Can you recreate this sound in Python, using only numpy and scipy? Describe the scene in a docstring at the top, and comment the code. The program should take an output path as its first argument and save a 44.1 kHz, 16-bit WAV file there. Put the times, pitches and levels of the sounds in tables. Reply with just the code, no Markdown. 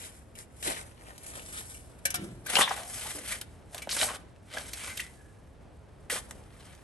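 """Grit scrapes and stones knock as a steel shovel digs rocky soil outdoors, near a phone that turns to it.
Stick-slip noise and tiny collisions, filtered to the spectra of grit, earth and sand, follow each stroke.
Stones add short noise bursts; decaying modes make the blade ring, and low resonances make heavy lumps thump.
Decaying noise gives the echo of ground, house wall and trees; filtered noise gives the quiet outdoor rumble."""
import sys
import numpy as np
from scipy import signal
from scipy.fft import rfft, irfft
from scipy.io import wavfile
from scipy.ndimage import uniform_filter1d, map_coordinates

SR = 44100
rng = np.random.default_rng(int(sys.argv[2]) if len(sys.argv) > 2 else 0)


def file_out(sig):
    """Save sig as 16-bit WAV at sys.argv[1]."""
    # one column per channel
    cols = np.atleast_2d(sig).T
    # limit, then scale
    lim = np.clip(cols, -1, 1)
    pcm = np.round(lim * 32767).astype(np.int16)
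    wavfile.write(sys.argv[1], SR, pcm)


N = 301195
TIME = np.arange(N) / SR
TOP_HZ = 15600  # upper band edge of the output, also the widest resonance allowed
PEBBLE_CYCLES, CLOD_CYCLES = 14, 7  # decay by 60 dB, in periods of the pitch


def undb(db):
    """Amplitude ratio: 20 dB are a factor of ten."""
    return 10 ** (np.asarray(db) / 20)


def unit(x):
    """Normalisation by the root mean square, to an rms of 1."""
    return x / np.sqrt(np.mean(x ** 2))


def curves(table):
    """Linear interpolation in time of each column of a table."""
    s, *columns = np.transpose(table)
    return [np.interp(TIME, s, c) for c in columns]


def fade(t, t60):
    """Exponential decay: the amplitude falls by 60 dB in each t60."""
    return np.exp(-np.log(1000) * t / t60)


def add(out, s, x):
    """Superposition: x is summed into out from time s on."""
    i = int(s * SR)
    out[i:i + len(x)] += x[:N - i]


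def band(x, hz, width_hz):
    """Second-order resonance, with a gain of 1 at its centre."""
    return signal.lfilter(*signal.iirpeak(hz, hz / min(width_hz, TOP_HZ), fs=SR), x)


def colour(x, spectrum, size=4096):
    """Minimum-phase filtering: a folded cepstrum gives a causal response through (frequency, dB) points."""
    hz, db = np.transpose(spectrum)
    f = np.maximum(np.arange(size // 2 + 1) * SR / size, 1)
    log_gain = np.log(undb(np.interp(np.log(f), np.log(hz), db)))
    cepstrum = irfft(log_gain)[:size // 2]
    cepstrum[1:] *= 2
    response = irfft(np.exp(rfft(cepstrum, size)))
    return signal.fftconvolve(x, response)[:len(x)]


def walk(rate):
    """Smoothed random steps, rate per second: a slow wander with an rms of 1."""
    k = max(int(SR / rate), 2)
    steps = np.repeat(rng.standard_normal(N // k + 1), k)[:N]
    return unit(uniform_filter1d(steps, k))


def swell(start, hold, rise_t60, fall_t60):
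    """Exponential growth up to 1 at the start, a hold, then exponential decay."""
    rise = fade(np.maximum(start - TIME, 0), rise_t60)
    return rise * fade(np.maximum(TIME - start - hold, 0), fall_t60)


def strokes():
    """Stick-slip friction: grit makes the blade sing while pebbles jostle, earth crumbles and sand runs."""
    # spectra of grit, earth and sand: (frequency [Hz], relative level per Hz [dB])
    grit_spectrum = [(500, -15.5), (900, -13.5), (1250, 0.5), (1650, 0), (2000, 3), (2500, 0), (3300, 0.5),
                     (4200, -1), (6500, -29.5), (13000, -73)]
    earth_spectrum = [(90, -27), (190, -3.5), (350, -10), (550, 5), (850, -1), (1100, -13.5), (1600, -33)]
    sand_spectrum = [(3500, -11.5), (5200, -3), (6800, -3), (8400, 3), (11300, 3.5), (12300, -25),
                     (14000, -38)]
    effort_db, earth_db, sand_db = digging()
    force = undb(effort_db + 2.0 * walk(110) + 0.9 * walk(30))

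    grit = unit(colour(grains(per_s=2000, spread_db=3.0, smooth=0.48), grit_spectrum))
    gravel = pebbles(per_s=290, pitch_hz=1577, octaves=0.8, cycles=PEBBLE_CYCLES, spread_db=5.0)
    scrape = undb(-3.0) * patchy(grit) + undb(-7.0) * gravel

    # single crumbs crack now and then, following the effort only up to a limit
    crackle_limit_db, crackle_db = -41, -9
    crumb_cracks = pebbles(per_s=50, pitch_hz=2600, octaves=1, cycles=CLOD_CYCLES, spread_db=4)
    crackle = undb(np.minimum(effort_db, crackle_limit_db) + crackle_db) * crumb_cracks

    crumbs = unit(colour(grains(per_s=1100, spread_db=6.5, smooth=0.49), earth_spectrum))
    clods = pebbles(per_s=130, pitch_hz=728, octaves=0.67, cycles=CLOD_CYCLES, spread_db=3.5)
    earth = undb(earth_db) * (undb(-7.5) * crumbs + undb(-7.0) * clods)

    hiss = unit(colour(grains(per_s=4400, spread_db=1.5, smooth=0.55), sand_spectrum))
    sand = undb(sand_db + 0.94 * walk(40)) * hiss

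    # the less earth lies on the blade, the more freely it sings
    freedom = 1 / (1 + 2.4 * undb(earth_db))
    steel = singing(force * freedom * grit)
    return force * (scrape + earth + sand) + crackle + undb(-10.5) * steel


def digging():
    """Addition of powers: thrusts, slides and spills set the effort, and earth and sand relative to it."""
    # the blade is driven into the soil: (time [s], push [s], effort at full depth [dB],
    # growth of effort [dB], release t60 [s], earth relative to effort [dB], sand relative to effort [dB])
    thrusts = [(0.624, 0.051, -35.5, 3.5, 0.47, 3.5, 2), (2.46, 0.15, -22, 22, 0.12, 0.5, -0.5),
               (3.893, .15, -35, 10, 0.27, -2, 5), (6.097, 0.08, -37, -1, 0.09, 1.5, 3)]
    # the blade slides or levers: (time of the peak [s], rise t60 [s], fall t60 [s],
    # peak effort [dB], earth relative to effort [dB], sand relative to effort [dB])
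    slides = [(0.0, .2, 0.56, -48, -5, 5), (0.41, 0.16, 0.11, -53.5, 3, 7),
              (0.766, 0.45, 0.17, -45, -13, -2), (1.09, 0.63, 0.68, -56, 8.5, 0),
              (1.36, 0.71, 0.8, -48.5, 3, 1), (1.588, 0.4, 0.19, -43.5, -25, 4.5),
              (1.72, 0.27, 0.41, -52.5, -20, 6), (2.25, 1, 0.51, -54.5, 1, -2),
              (2.503, 0.083, 0.037, -30.5, -1.5, -0.5), (2.70, 0.23, 0.1, -38, -5, -10),
              (2.769, 0.88, 0.35, -41, 0, -1), (3.07, 0.82, 0.85, -44.5, -1.5, 0),
              (3.319, 0.24, 0.18, -35, -9, 3.5), (3.752, 0.15, 0.39, -54, 9, 6.5),
              (4.10, 0.3, 0.15, -45, 9.5, -8), (4.16, 0.86, 0.038, -44, 3.5, -1),
              (4.558, 0.19, 0.53, -40, -2, -4.5), (4.895, 0.58, 0.15, -40, -8, 0),
              (5.008, 0.43, 0.31, -48, -36, 5.5), (6.69, 1, 0.67, -54, -2, -2.5)]
    # loose soil runs off: (time [s], length at full level [s], sand hiss [dB])
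    spills = [(0.625, .03, -52), (1.27, 0.39, -49.5), (2.896, 0.18, -40.5), (4.598, 0.19, -48),
              (5.108, 0.23, -69.5), (6.174, 0.12, -59.5)]
    bite_s = 0.003  # the edge enters this fast
    surface_earth_db = -5.5  # near the surface the blade shifts less earth
    spill_rise_t60_s, spill_fall_t60_s = 0.38, 0.98
    spill_db = [-12.5, -24.5, 0]  # grit, earth and sand relative to the hiss

    # grit, earth and sand keep settling between strokes
    power = np.outer(undb((-83.5, -68, -77)) ** 2, np.ones(N))
    for s, push, db, growth_db, t60, earth_db, sand_db in thrusts:
        shallow = np.clip(1 - (TIME - s) / push, 0, 1)
        bite = np.clip((TIME - s) / bite_s, 0, 1)
        release = fade(np.maximum(TIME - s - push, 0), t60)
        effort = undb(db - growth_db * shallow) * bite * release
        earth = effort * undb(earth_db + surface_earth_db * shallow)
        power += np.square([effort, earth, effort * undb(sand_db)])
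    for s, rise, fall, db, earth_db, sand_db in slides:
        effort = undb(db) * swell(s, 0, rise, fall)
        power += np.outer(undb([0, earth_db, sand_db]), effort) ** 2
    for s, length, db in spills:
        hiss = undb(db) * swell(s, length, spill_rise_t60_s, spill_fall_t60_s)
        power += np.outer(undb(spill_db), hiss) ** 2
    effort_db, earth_db, sand_db = 10 * np.log10(power)
    return effort_db, earth_db - effort_db, sand_db - effort_db


def grains(per_s, spread_db, smooth):
    """Random impulses: tiny collisions, mostly small, with a share of smooth rubbing noise."""
    size = undb(spread_db * np.minimum(rng.exponential(size=N), 4))
    clicks = (rng.random(N) < per_s / SR) * size * rng.choice([-1, 1], N)
    return unit(clicks) + smooth * rng.standard_normal(N)


def pebbles(per_s, pitch_hz, octaves, cycles, spread_db):
    """Inharmonic modes: each colliding small stone ticks at its own pitch, within octaves either way."""
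    out, t = np.zeros(N), np.arange(512) / SR
    ratios = np.array((1, 1.6, 2.3))[:, None]  # modes as multiples of the pitch
    rows = rng.random((int(per_s * N / SR), 3))
    for when, pitch, size in rows:
        hz = pitch_hz * 2 ** (octaves * (2 * pitch - 1))
        gain = undb(-spread_db * np.log(max(size, .03))) * np.sqrt(hz)
        tick = np.sum(np.sin(2 * np.pi * hz * ratios * t) / ratios, axis=0)
        pulse = np.diff(tick * fade(t, cycles / hz), prepend=0) / hz
        add(out, when * (N - 1) / SR, gain * pulse)
    return unit(out)


def patchy(x):
    """Time-varying resonance: as the rubbing patch changes, four bands of the scrape come and go."""
    depth_db, changes_per_s = 3, 22
    shift = 0
    for hz in (1100, 1750, 2700, 4200):
        shift = shift + (undb(depth_db * walk(changes_per_s)) - 1) * band(x, hz, hz / 2)
    return unit(x + shift)


def singing(rub):
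    """Modal excitation by friction: as the contact wanders from tip to side, other modes take over."""
    tip, side = blade(1600, 0, hold=.35), blade(2030, 1, hold=.35)
    place = np.pi / 4 * (1 + np.tanh(walk(12)))
    out = 0
    for share, ring in ((np.cos(place), tip), (np.sin(place), side)):
        out = out + signal.fftconvolve(rub * share, ring / np.linalg.norm(ring))[:N]
    return out


def blade(pitch_hz, side, hold):
    """Modal ringing in close pairs: contact place and pitch weight the modes; hold under 1 is soil damping."""
    # modes of the steel blade: (frequency [Hz], mean level when struck at the tip [dB],
    # mean level when struck at the side [dB], t60 of the undamped blade [s])
    modes = [(549, 1, -11, .16), (718, -12, -3, .33), (1353, -17, -3, .44), (1556, 2, -16, .22),
             (1606, -16, -15, .6), (1822, -10, -5, .22), (2028, -9, -2, .32), (2220, -5, -2, .15),
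             (2314, 8, 0, .15), (2587, 0, 2, .17), (2770, -5, -4, .3), (2950, -3, -4, .2),
             (3300, -4, 4, .13), (3680, -7, 0, .19), (4050, -2, -6, .15), (5100, -4, 0, .13),
             (5520, -1, -7, .11), (5855, 0, -3, .08), (6290, 6, 2, .07), (7050, 5, 2, .05),
             (7867, -3, -4, .14), (8730, 7, 5, .08)]
    scatter_db, off_pitch_share, split = 2.5, .5, .014  # split: relative detuning of a mode's twin
    t = np.arange(SR) / SR
    hz, tip_db, side_db, t60 = np.transpose(modes)[:, :, None]
    db = tip_db + np.clip(side, 0, 1) * (side_db - tip_db)
    db = db + scatter_db * rng.standard_normal(hz.shape)
    # modes near the contact's pitch are driven hardest
    near_pitch = .7 / (1 + (np.log2(hz / pitch_hz) / .1) ** 2)
    gain = undb(db) * (off_pitch_share + near_pitch)
    phase = (2 * np.pi * hz * t).astype("f")
    twin = (1 + split * rng.standard_normal(hz.shape)).astype("f")
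    decay = fade(t, t60 * hold)
    # the twin dies away twice as fast
    ring = (np.sin(phase) + decay * np.sin(phase * twin)) * decay
    return np.sum(gain * rng.choice([-1, 1], hz.shape) * ring, axis=0) / np.sqrt(2)


def stones():
    """Impact excitation: clinks set the steel ringing; knocks, grinding and narrow-band ringing join in."""
    # stones meet the free blade: (time [s], contact level [dB], pitch [Hz],
    # steel ring relative to the level [dB], place from tip 0 to side 1 [1])
    clinks = [(0.353, -47, 2940, -11, 0.75), (0.387, -37, 4550, -49, .5), (0.626, -35, 2900, -31, .5),
              (1.179, -41, 4600, -39, .5), (1.263, -42, 5200, -35, .5), (1.59, -53, 1900, -6, .5),
              (1.745, -54.5, 2780, -1.5, 0.22), (2.053, -20, 1610, -13, 0.081), (2.103, -29, 6000, -18, 0),
              (2.142, -25, 1460, -11, 0.89), (2.154, -29, 5100, -16.5, 0.88), (2.464, -34.5, 1650, -15, 0),
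              (3.412, -31.5, 3420, -31, 0.62), (3.415, -42.5, 1610, -21, 0.42), (3.745, -33, 750, -32, 0),
              (3.779, -36.5, 3470, -36, .5), (3.82, -39, 2170, -9.5, 0.27), (4.732, -33.5, 4200, -16, 0.56),
              (4.972, -32, 3300, -21, 0.9), (5.0, -33, 2005, -20, 1), (6.111, -32, 4000, -40, .5),
              (6.309, -33.5, 1270, -56, .5)]
    # knocks, grinding and narrow-band ringing of the blade: (time [s], contact level [dB], pitch [Hz],
    # t60 [s], filter bandwidth as a share of the pitch [1])
    knocks = [(0.671, -31.5, 1940, 0.06, 0.41), (0.676, -27.5, 326, 0.074, 0.98),
              (0.762, -38, 2160, 0.08, 0.46), (1.395, -30, 2190, 0.0058, 0.76),
              (2.554, -7, 2780, 0.015, 0.84), (2.566, -8.5, 2900, 0.019, 0.18),
              (2.567, -16, 800, 0.025, 0.3), (2.585, -17.5, 1020, 0.043, 0.67),
              (2.612, -19.5, 1180, 0.078, 0.7), (2.611, -17.5, 3480, 0.15, 0.096),
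              (2.618, -14.5, 3180, 0.017, 0.22), (2.675, -21, 890, 0.016, 0.1),
              (2.677, -23.5, 1920, 0.033, 0.14), (2.708, -17, 794, 0.03, 0.15),
              (2.765, -38.5, 712, 0.37, 0.12), (3.05, -38, 870, 0.095, 0.046), (3.146, -36, 298, .04, 0.67),
              (3.184, -37, 580, 0.022, .3), (3.308, -33, 1920, 0.14, 0.24), (3.872, -24, 606, 0.011, 0.64),
              (3.891, -25.5, 2930, 0.026, .9), (3.909, -24.5, 4600, 0.086, 0.52),
              (3.98, -29.5, 3780, 0.15, 0.34), (4.013, -14, 2550, 0.016, 1), (4.028, -20, 810, 0.021, 0.8),
              (4.03, -22, 3320, 0.025, 0.88), (4.077, -33.5, 1100, 0.21, 0.41),
              (4.566, -33.5, 600, .04, .4), (4.569, -25.5, 1600, 0.031, 0.082),
              (4.875, -41.5, 2065, 0.3, 0.035), (4.995, -25, 2040, 0.026, 0.075),
              (4.997, -28.5, 2760, 0.038, 0.1), (5.0, -44, 2010, 0.29, 0.027),
              (5.14, -61.5, 1684, .85, 0.027), (6.098, -23.5, 1850, 0.04, 0.22),
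              (6.123, -25, 487, 0.022, 0.11), (6.161, -30, 1600, .035, 1)]
    # at a ring of 0 dB; a weaker ring means a shorter contact and a wider band
    full_t60_s, t60_exponent, full_bandwidth = 0.057, 0.23, 0.058
    clinking, knocking = np.zeros((2, N))
    for s, db, hz, ring_db, side in clinks:
        ring = undb(ring_db)
        t60, bandwidth = full_t60_s * ring ** t60_exponent, full_bandwidth / np.sqrt(ring)
        add(clinking, s, contact(db, hz, t60, bandwidth, crack_db=4.5))
        add(clinking, s, undb(db) * ring * blade(hz, side, hold=1))
    for s, db, hz, t60, bandwidth in knocks:
        add(knocking, s, contact(db, hz, t60, bandwidth, crack_db=-21))
    return clinking + wedged(knocking)


def contact(db, hz, t60, bandwidth, crack_db):
    """Filtered noise burst: contact chatters at its own pitch, with a crack relative to the knock."""
    # spectrum of the crack: (frequency [Hz], relative level per Hz [dB])
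    crack_spectrum = [(150, -1.5), (500, -11.5), (2500, 1), (4500, 0), (9000, 4), (11500, 7.5),
                      (14000, -19)]
    rise_share = 0.041  # time constant of the build-up as a share of t60
    t = np.arange(SR // 2) / SR
    press = fade(t, t60) * (1 - np.exp(-t / (rise_share * t60)))
    chatter, chips = rng.standard_normal((2, len(t))) * press
    knock = unit(band(band(chatter, hz, bandwidth * hz), hz, 1.33 * hz))
    crack = undb(crack_db) * unit(colour(chips, crack_spectrum))
    return undb(db) * np.sqrt(np.mean(press ** 2)) * (knock + crack)


def wedged(x):
    """Damped resonance: the blade, while soil grips it, adds short ringing at its modes."""
    # modes of the gripped blade: (frequency [Hz])
    gripped_modes = (995, 1093, 1479, 1604, 1880, 2269, 2853, 2955, 3096, 3263, 3607)
    return x + undb(-3) * sum(band(x, hz, 15) for hz in gripped_modes)


def thumps():
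    """Low-frequency resonance: heavy earth and rock land with a hollow rumble of three modes."""
    # landings: (time [s], level before the envelope [dB], reference pitch [Hz], t60 [s])
    landings = [(0.658, -58, 218, 0.39), (2.15, -35.5, 160, 0.9), (2.583, -28.5, 203, 0.09),
                (3.159, -42, 234, 0.28), (3.873, -32.5, 157, 0.047), (6.124, -45.5, 195, 0.38)]
    out, t = np.zeros(N), np.arange(SR) / SR
    for s, db, hz, t60 in landings:
        hollow = sum(band(rng.standard_normal(SR), ratio * hz, .2 * hz) for ratio in (.8, 1.25, 2.1))
        body = unit(band(hollow, 0.4 * hz, 5.1 * hz))
        envelope = fade(t, t60) * (1 - np.exp(-t / (0.033 * t60)))
        add(out, s, undb(db) * body * envelope)
    return out


def ports(x):
    """Interaural-like delay and shadow: sound from the left reaches the right port later and shaded."""
    # bearing of the shovel as the phone turns: (time [s], lag of the right port [ms],
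    # share of the upper mids shaded from the right port [1])
    bearing = [(0.5, 0.43, 0.83), (1.5, 0.26, 0.69), (2.1, 0.25, 0.96), (2.6, 0.026, 0.71),
               (3.2, 0.064, 0.29), (3.9, 0.0015, 0.018), (6.1, 0.044, 0.19)]
    lag_ms, shade = curves(bearing)
    upper = band(band(x, 4200, 7400), 4200, 7400)
    right = x - np.clip(shade, 0, 1) * (upper + .35 * band(x, 1000, 2000))
    # only the part below about 7 kHz is delayed
    low = signal.sosfiltfilt(signal.butter(4, 7000, fs=SR, output="sos"), right)
    late = map_coordinates(low, [np.arange(N) - lag_ms * SR / 1000], order=3)
    return np.array([x + 0.023 * shade * upper, right - low + late])


def yard(x):
    """Diffuse reflection: ground and rocks scatter early; house wall and trees add a thin, duller tail."""
    t = np.arange(SR) / SR
    near = fade(t, 0.067) * (t > .002)
    far = fade(t, 0.51) * (t > .02)
    out = []
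    # independent noise for each port
    for early, late in rng.standard_normal((2, 2, SR)):
        ground = undb(-9.5) * unit(band(early, 3400, 9600) * near)
        wall = undb(-23.0) * unit(band(late, 970, 2600) * far)
        out.append(signal.fftconvolve(x, (ground + wall) / np.sqrt(SR))[:N])
    return np.array(out)


def air():
    """Partly coherent noise: a wavering distant rumble, more alike in both ports in the bass."""
    # spectrum of the outdoor rumble: (frequency [Hz], relative level per Hz [dB])
    rumble_spectrum = [(20, -35), (40, -8.5), (62, -2), (110, -7.5), (190, -13.5), (600, -19.5),
                       (1100, -27.5), (3000, -38.5), (7000, -48.5), (11000, -46), (13000, -96.5)]
    mid, side = (unit(colour(rng.standard_normal(N), rumble_spectrum)) for _ in range(2))
    level_db = -52.5 + 1.2 * walk(7)
    side = undb(-11.5) * (side + band(side, 646, 1930))
    return undb(level_db) * (mid + side * np.array([[1], [-1]]))


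def scene():
    """Superposition of direct sound, echo and background at the two ports."""
    shovel = strokes() + stones() + thumps()
    return ports(shovel) + yard(shovel) + air()


def record(dry):
    """All-pass resonance turns the left phase near 10 kHz; low-passes dull the sound above about 12 kHz."""
    left = dry[0] - 2 * band(dry[0], 10250, 1500)
    top_cut = signal.butter(10, 12070, fs=SR, output="sos")
    heard = signal.sosfilt(top_cut, np.array([left, dry[1]]))
    return signal.sosfilt(signal.ellip(8, .2, 70, TOP_HZ, fs=SR, output="sos"), heard)


dry = scene()
out = record(dry)
file_out(out)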